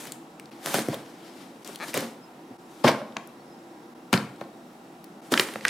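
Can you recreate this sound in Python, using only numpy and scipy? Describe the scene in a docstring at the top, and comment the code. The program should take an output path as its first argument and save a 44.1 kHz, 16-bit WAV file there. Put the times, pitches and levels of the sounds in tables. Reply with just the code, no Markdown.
"""Parcels and paper bags are set down one after another on a glass-topped table in a tiled room, near a phone.
Each landing is a burst of pushes that rings load and table top while the wrapping crunches.
Creases snap as short ringing cracks, paper rustles as crackle in hiss, plastic film creaks in quickening slips.
A diffuse noise tail answers as the room; below lies a steady hum of noise bands, with faint noise chirps outside.
The level dips briefly five times."""
import sys
import numpy as np
from scipy import signal
from scipy.fft import rfft, irfft
from scipy.io import wavfile
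from scipy.ndimage import uniform_filter1d

SR = 44100
rng = np.random.default_rng(int(sys.argv[2]) if len(sys.argv) > 2 else 0)


def to_linear_factor(level_db):
    """Convert decibel levels (scalar or array-like) to linear amplitude factors."""
    exponent = np.asarray(level_db, float) / 20
    return 10 ** exponent


def transcribe(signal):
    """Save signal, clipped to [-1, 1], as a 16-bit WAV file at the path in sys.argv[1]."""
    frames = np.atleast_2d(signal).T
    limited = np.clip(frames, -1, 1)
    pcm = np.round(limited * 32767).astype(np.int16)
    wavfile.write(sys.argv[1], SR, pcm)


N = 251193
T = np.arange(N) / SR
OPPOSITE = np.array([[1], [-1]])  # side signal: inverted on the right


def shape(x, points):
    """Zero-phase filter through (f/Hz, gain/dB) points, linear in log frequency."""
    hz, db = np.transpose(points)
    size = x.shape[-1]
    log_f = np.log(np.fft.rfftfreq(size, 1 / SR) + 1)
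    gain = to_linear_factor(np.interp(log_f, np.log(hz), db))
    return irfft(rfft(x) * gain, size)


def unit(x):
    """Scale to rms 1."""
    return x / np.sqrt(np.mean(x ** 2))


def band(x, lo_hz, hi_hz):
    """Gentle causal band-pass."""
    return signal.sosfilt(signal.butter(1, [lo_hz, min(hi_hz, .45 * SR)], "band", fs=SR, output="sos"), x)


def dull(x, top_hz):
    """Second-order low-pass."""
    return signal.sosfilt(signal.butter(2, min(top_hz, .45 * SR), fs=SR, output="sos"), x)


def thin(x):
    """Small objects radiate almost no deep bass: steep high-pass."""
    return signal.sosfilt(signal.butter(6, 120, "high", fs=SR, output="sos"), x)


def fade(t, t60):
    """Exponential decay, 60 dB in t60 seconds (at least 2 ms)."""
    return np.exp(-np.log(1000) * t / max(t60, .002))


def walk(rate):
    """Random levels held 1 / rate seconds, then smoothed twice."""
    k = int(SR / rate)
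    held = np.repeat(rng.standard_normal(N // k + 1), k)
    return 0.82 * uniform_filter1d(uniform_filter1d(held, k), k)[:N]


def crackle(size, rate, spread_db):
    """Random clicks of uneven size, rate per second, at rms 1."""
    hits = rng.random(size) < rate / SR
    return unit(hits * rng.standard_normal(size) * to_linear_factor(spread_db * rng.exponential(size=size)))


def modes(table, t, spread_db, detune):
    """Sum of decaying sines from (f/Hz, level/dB, T60/s) rows, level and pitch varied at random per strike."""
    luck = rng.standard_normal((len(table), 2))
    return sum(to_linear_factor(db + spread_db * a) * np.sin(2 * np.pi * hz * (1 + detune * b) * t) * fade(t, ring)
               for (hz, db, ring), (a, b) in zip(table, luck))


def sides(pan_db):
    """Left and right gains for a left-minus-right difference."""
    return to_linear_factor(np.array([pan_db, -pan_db]) / 2)


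def place(s):
    """Left and right gains where the hands are at work at time s."""
    # hand position: t/s, left minus right/dB
    pan = [(0, 2), (.55, 4.5), (.75, 0), (1.6, 6.5), (1.95, 1), (2.84, 5), (3.0, -3.5), (3.2, 6.5),
           (4.13, 6), (4.25, -3), (4.42, 8), (5.1, 6), (5.3, -1), (5.7, -1)]
    return sides(np.interp(s, *np.transpose(pan)))


def add(out, s, x):
    """Mix a short sound in at time s."""
    i = int(s * SR)
    out[..., i:i + x.shape[-1]] += x[..., :N - i]


def hum():
    """Fans and distant traffic: noise in half-octave bands that waver together and apart."""
    # mid spectrum: f/Hz, density/dB per Hz
    colour = [(15, -50), (40, -29), (80, -28.5), (108, -27.5), (130, -12.5), (170, -8), (242, -3.5),
              (344, -2), (373, -9), (695, -13.5), (754, -7), (911, -14.5), (988, -16), (1890, -26),
              (14000, -41), (16000, -48)]
    # stereo width: f/Hz, side minus mid/dB
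    width = [(60, -23), (110, -8), (200, -31), (380, -16.5), (700, -9), (1290, -1.5), (2380, -2.5),
             (4400, -5), (8120, -5), (15000, -3)]
    mid, side = shape(rng.standard_normal((2, N)), colour)
    both = (mid + shape(side, width) * OPPOSITE) / np.sqrt(np.mean(mid ** 2))
    out, swell = 0, walk(1.79)
    for hz in 30 * 2 ** np.arange(0, 9.1, .5):
        skirts = [(hz / 2 ** .5, -80), (hz / 2 ** .25, -6), (hz, 0), (hz * 2 ** .25, -6), (hz * 2 ** .5, -80)]
        waver_db = 0.17 * swell + 0.99 * walk(6.31)
        out = out + to_linear_factor(waver_db) * shape(both, skirts)
    return to_linear_factor(-46.5) * unit(out)


def rustle():
    """Handled wrappings: tiny crackles in a rubbing hiss; the push on the table adds a dull rumble."""
    # swell per squeeze or slide: peak t/s, level/dB, rise/s, fall/s, treble against level/dB
    handling = [(0.002, -41.5, 0.014, 0.22, -1.5), (.078, -51, .05, 0.13, -14),
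                (.525, -53.5, .03, 0.31, -11), (0.684, -31.5, 0.076, 0.13, -2.5),
                (0.75, -28, 0.036, 0.15, -4), (.93, -41, 0.17, 0.22, -8), (1.3, -55, 0.99, 0.12, -10),
                (1.42, -50.5, 0.3, 0.35, -9), (1.662, -45.5, 0.057, 0.37, -5),
                (1.838, -49.5, 0.039, 0.076, 0), (1.886, -41, .07, 0.14, -4),
                (1.948, -28.5, 0.0094, 0.19, -7), (2.824, -54, 0.4, 0.059, -5),
                (2.842, -23, 0.0061, 0.13, -13.5), (2.88, -26.5, 0.032, 0.084, -15.5),
                (2.965, -52.5, .05, .3, -16), (3.172, -57, 0.013, .45, -24),
                (4.131, -21.5, .007, 0.036, -10), (4.149, -34, 0.024, .14, -10.5),
                (4.232, -59, .05, 0.55, -12), (4.42, -58.5, .1, 0.047, -9), (5.25, -56, 0.082, 0.52, -4),
                (5.321, -28.5, 0.015, 0.13, -5), (5.404, -33, 0.071, 0.15, -2.5),
                (5.5, -47, 0.14, 0.29, -5.5), (5.674, -33.5, 0.064, 0.12, -11.5)]
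    # paper spectrum: f/Hz, density/dB per Hz
    colour = [(530, 0), (900, 3.5), (2330, 1.5), (2730, -2), (2960, 1), (4920, -2.5), (9770, -4.5),
              (14700, -10.5), (16000, -28)]
    swell_db, rumble_db = 30, -7  # climb and drop over rise and fall; rumble against rustle
    level, treble = 0, 0
    for s, db, rise_s, fall_s, treble_db in handling:
        away = np.maximum((s - T) / max(rise_s, .002), (T - s) / max(fall_s, .01))
        swell = to_linear_factor(db - swell_db * away)
        level = level + swell
        treble = treble + to_linear_factor(treble_db) * swell
    mid, side = to_linear_factor(2.8 * walk(60)) * rng.standard_normal((2, N))
    grains = .45 * crackle(N, 3500, spread_db=2.5)
    raw = shape(grains + mid + 0.4 * side * OPPOSITE, colour)
    low = shape(raw, [(5500, 0.5), (8000, -35.5)])
    paper = level * unit(low) + treble * unit(raw - low)
    rumble = unit(shape(mid, [(40, -90), (90, -45), (160, 11.5), (350, 17), (900, 5.5), (1500, -60)]))
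    return place(T) * paper + to_linear_factor(rumble_db) * level * rumble


def snaps():
    """A buckling crease: one sharp crack that rings the sheet, a few milliseconds of noise, quick echoes."""
    # creases: t/s, peak/dB, pitch f/Hz, crack against sheet/dB
    creases = [(0.054, -29.5, 1670, 1), (0.071, -28, 4300, 7), (0.121, -18.5, 4240, 11),
               (0.1335, -38, 9000, -10), (0.3975, -29.5, 2460, 0.5), (0.4573, -35, 3900, -29.5),
               (0.516, -39.5, 2370, -7), (0.6585, -27, 2970, -10), (0.6704, -23.5, 1900, -2),
               (0.7425, -10.5, 4300, 5), (0.792, -15.5, 1940, 0.5), (0.8855, -25.5, 1800, 3),
               (0.929, -30, 2600, -8), (0.9432, -23.5, 3300, 1), (1.6468, -26.5, 5830, -5),
               (1.6756, -27.5, 4300, 11), (1.731, -35, 5960, -6), (1.748, -32, 4300, 2),
               (1.7585, -24, 4340, 1), (1.7884, -39, 4850, 3), (1.8827, -26.5, 4540, 0),
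               (1.934, -26, 2540, -16), (1.9419, -15.5, 2540, 2), (1.975, -12.5, 2610, 4),
               (2.0064, -22.5, 4280, 9), (2.8783, -9.5, 1340, -16), (2.8828, -8, 3100, -19),
               (2.9159, -25, 5010, -17), (3.123, -41.5, 3500, -25), (3.168, -16, 2860, -24),
               (3.2735, -30, 12000, -20), (4.129, -8, 1380, -7), (4.1385, -5, 2350, -30),
               (4.1759, -16, 2320, -28), (4.4117, -31, 2190, -11), (4.361, -43, 4800, -25),
               (4.439, -40, 1940, -10), (5.0425, -30.5, 4280, 7), (5.3223, -14.5, 5000, 3),
               (5.339, -5.5, 1580, -9.5), (5.3762, -3.5, 2850, -29), (5.3963, 0, 2660, -9.5),
               (5.409, -15, 4300, 10), (5.4872, -23.5, 1630, -19), (5.538, -27, 2100, 0),
               (5.5578, -21.5, 1490, -23), (5.6096, -28, 2450, -19), (5.6513, -4, 1640, -11),
               (5.682, -9.5, 4470, -14), (5.6888, -14, 2090, -9)]
    # nearest surfaces: delay/s, level/dB
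    echoes = [(.0005, -5), (.0021, -4), (.0034, -14)]
    out, t = np.zeros((2, N)), T[:SR // 15]
    for s, db, hz, treble_db in creases:
        ring_s = 0.0073 + 0.01 * db  # 7.3 ms at 0 dB; the 2 ms floor in fade() holds from about -0.5 dB down
        noise = .33 * rng.standard_normal(len(t)) * fade(t, ring_s)
        noise[int(.0003 * SR)] -= 1.6  # the buckling jolt
        body = band(band(noise, hz / 0.97, hz * 1.22), hz / 1.9, hz * 0.9)
        broad = band(band(noise, hz / 2.0, hz * 2.67), hz / 1.8, hz * 2.55)
        sheet = dull(body + 0.39 * broad, hz * 1.94)
        crack = band(band(noise * fade(t, ring_s), 3800, 15500), 3000, 15600)
        snap = sheet / np.abs(sheet).max() + to_linear_factor(treble_db) * crack / np.abs(crack).max()
        stretch = 1 + 0.303 * rng.standard_normal(len(echoes))
        snap = snap + sum(to_linear_factor(echo_db) * np.interp(t - delay * k, t, snap, left=0)
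                          for (delay, echo_db), k in zip(echoes, stretch))
        add(out, s, to_linear_factor(db) * place(s)[:, None] * snap / np.abs(snap).max())
    return out


def thuds():
    """A soft load lands in one push and a scatter of smaller ones; load and table top ring, wrapping crunches."""
    # landings: peak t/s, peak/dB, load pitch f/Hz, settling T60/s, crunch level/dB
    landings = [(0.6725, -24.5, 617, 0.018, -36), (0.6923, -34, 590, 0.035, -43),
                (0.7443, -11.5, 590, 0.023, -31), (0.7877, -17, 350, 0.02, -35),
                (0.887, -13.5, 316, 0.024, -47), (0.9319, -26, 600, 0.067, -44),
                (1.693, -32.5, 410, 0.05, -50), (1.9456, -23.5, 550, 0.013, -54),
                (1.9702, -17, 490, 0.034, -45), (2.027, -26, 440, 0.03, -40.5),
                (2.5114, -34.5, 195, 0.077, -66.5), (2.846, -2.5, 562, 0.031, -23),
                (2.8706, -9.5, 780, 0.033, -25), (2.8866, -8.5, 517, 0.063, -31),
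                (3.0173, -24, 690, 0.017, -55), (3.1674, -20.5, 880, 0.023, -39),
                (4.131, -11.5, 755, 0.027, -28), (4.1332, -10.5, 253, 0.062, -27),
                (4.1436, -8.5, 259, 0.0079, -31), (4.415, -21.5, 590, 0.02, -43),
                (5.3219, -15.5, 338, 0.057, -33), (5.3541, -26, 626, 0.021, -31),
                (5.3991, -16.5, 406, 0.024, -25.5), (5.559, -23.5, 524, 0.025, -42),
                (5.6521, -26, 1380, 0.043, -38)]
    # table-top modes: f/Hz, level/dB, ring T60/s
    top_modes = [(140, -8, 0.16), (161, -5.5, 0.19), (221.3, 4.5, 0.2), (270.3, 3.5, 0.1),
                 (362, 3.5, 0.075), (451, -3, 0.055), (520, -13, 0.03), (590, -4, 0.037), (690, 1, 0.085),
                 (780, -15, 0.023), (870, -20, 0.03), (1060, 4.5, 0.031), (1160, -13, 0.036),
                 (1520, 2, 0.027), (1720, -1.5, 0.04)]
    # wrapping spectrum: f/Hz, density/dB per Hz
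    colour = [(590, -59), (1000, 14), (1540, 14.5), (2360, 1), (4260, -21), (5190, -22), (11000, -40.5),
              (16000, -81)]
    knock, crunch, t = np.zeros(N), np.zeros((2, N)), T[:SR // 3]
    for s, db, hz, settle_s, crunch_db in landings:
        scatter = 0.14 * rng.standard_normal(len(t)) * to_linear_factor(2.52 * rng.exponential(size=len(t)))
        pushes = scatter * fade(t, settle_s) * (1 - np.exp(-(t / .003) ** 2))
        pushes[0] += 1.5  # main push
        soft = np.hanning(int(SR / hz / 3) + 3)  # contact lasts about a third of the load's swing
        pushes = np.convolve(pushes, soft)[:len(t)]
        load = band(band(pushes, hz / 1.35, hz * 1.22), hz / 1.9, hz * 1.6)
        strike = modes(top_modes, t, spread_db=5.5, detune=0.025)
        top = signal.fftconvolve(band(pushes, hz / 5.0, hz * 2.1), strike)[:len(t)]
        top_db = -1.0 + 0.24 * db  # heavier blows drive the table more
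        blow = thin(load / np.abs(load).max() + to_linear_factor(top_db) * top / np.abs(top).max())
        # early peak falls at s and points downward
        peak = np.abs(blow[:int(1.3 * SR / hz)]).argmax()
        add(knock, s - peak / SR, -to_linear_factor(db) * np.sign(blow[peak]) * blow / np.abs(blow).max())
        mid, side = rng.standard_normal((2, len(t)))
        grit = mid + 0.35 * crackle(len(t), 3000, spread_db=2.5) + 0.37 * side * OPPOSITE
        envelope = fade(t, 5.1 * settle_s) * (1 - np.exp(-t / 0.00053))
        add(crunch, s - .003, to_linear_factor(crunch_db) * unit(shape(grit, colour)) * envelope)
    return knock * np.ones((2, 1)), crunch


def chirps():
    """Faint chirps outside: narrow noise bands under smooth swells, independent left and right."""
    # chirps: t/s, length/s, f/Hz, level before the swell/dB
    calls = [(1.244, 0.11, 5060, -63), (2.19, 0.11, 5100, -62), (3.386, 0.061, 4420, -64),
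             (3.42, 0.22, 5150, -64)]
    out = np.zeros((2, N))
    for s, length_s, hz, db in calls:
        size = int(length_s * SR)
        narrow = [(hz * .97, -40), (hz * .994, 0), (hz * 1.006, 0), (hz * 1.03, -40)]
        tone = shape(rng.standard_normal((2, size)), narrow)
        add(out, s, to_linear_factor(db) * unit(tone) * np.hanning(size))
    return out


def creak():
    """Plastic film slips and sticks ever faster; each slip rings it briefly."""
    # slip course: t/s, rate/slips per s, slip level/dB
    course = [(1.801, 135, -33), (1.815, 200, -33), (1.83, 280, -32), (1.844, 330, -33), (1.851, 330, -48)]
    # film modes: f/Hz, level/dB, ring T60/s
    film = [(900, -6, .012), (1300, -1, .013), (1750, -1, .013), (2250, 0, .012), (3400, -8, .009),
            (4000, -7, .008)]
    s, rate, db = np.transpose(course)
    live = (T >= s[0]) & (T < s[-1])
    slip_rate = live * np.interp(T, s, rate) * (1 + .08 * walk(200))
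    count = np.floor(np.cumsum(slip_rate / SR) + live * .99)  # .99: first slip comes almost at once
    slips = (np.diff(count, prepend=0) > 0) * to_linear_factor(np.interp(T, s, db) + 1.1 * rng.standard_normal(N))
    ring = modes(film, T[:SR // 30], spread_db=1, detune=0)
    return -sides(3.5)[:, None] * signal.fftconvolve(slips, ring)[:N]


def room(x):
    """Diffuse tail: octave bands of decaying noise, shortest near 5 kHz, more alike left and right in the bass."""
    # decay: f/Hz, T60/s
    decay = [(100, 0.46), (700, 0.57), (2000, 0.36), (5000, 0.12), (14000, 0.56)]
    t = T[:SR * 2 // 3]
    mid, side = rng.standard_normal((2, len(t)))
    noise = mid + shape(side, [(200, -32.0), (600, -16.5), (1500, -16.5), (8000, 2.5)]) * OPPOSITE
    hz, t60 = np.transpose(decay)
    tail = 0
    for f in 62.5 * 2 ** np.arange(8.):
        t60_s = np.interp(np.log(f), np.log(hz), t60)
        tail = tail + band(noise, f / 2 ** .5, f * 2 ** .5) * fade(t, t60_s)
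    tail = tail * (1 - np.exp(-t / 0.0098))
    return signal.fftconvolve(x, tail / np.sqrt(np.sum(tail ** 2) / 2), axes=1)[:, :N]


def scene():
    """Table, wrappings, room, hum and chirps together; all of it dips for a moment at times."""
    # dips: t/s, width/s, depth/dB
    dips = [(.506, 0.0029, -15), (1.642, 0.0042, -14.5), (2.577, 0.0061, -10.5), (3.944, 0.0049, -12),
            (5.212, 0.0031, -14)]
    knock, crunch = thuds()
    clicks = snaps() + thin(creak())
    paper = thin(crunch + rustle())
    tail = room(to_linear_factor(-10.5) * knock + to_linear_factor(-12.5) * clicks + to_linear_factor(-13.5) * paper)
    out = knock + clicks + paper + tail + hum() + chirps()
    dip_db = sum(db * np.exp(-((T - s) / width_s) ** 2) for s, width_s, db in dips)
    return out * to_linear_factor(dip_db)


def band_limit(x):
    """A steep low-pass at the top of the band."""
    return signal.sosfilt(signal.butter(12, 16650, fs=SR, output="sos"), x)


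def record(dry):
    """The phone cuts the top: steep elliptic low-pass at 16 kHz."""
    mix = signal.sosfilt(signal.ellip(6, .2, 60, 16000, fs=SR, output="sos"), dry)
    return band_limit(mix)


dry = scene()
out = record(dry)
transcribe(out)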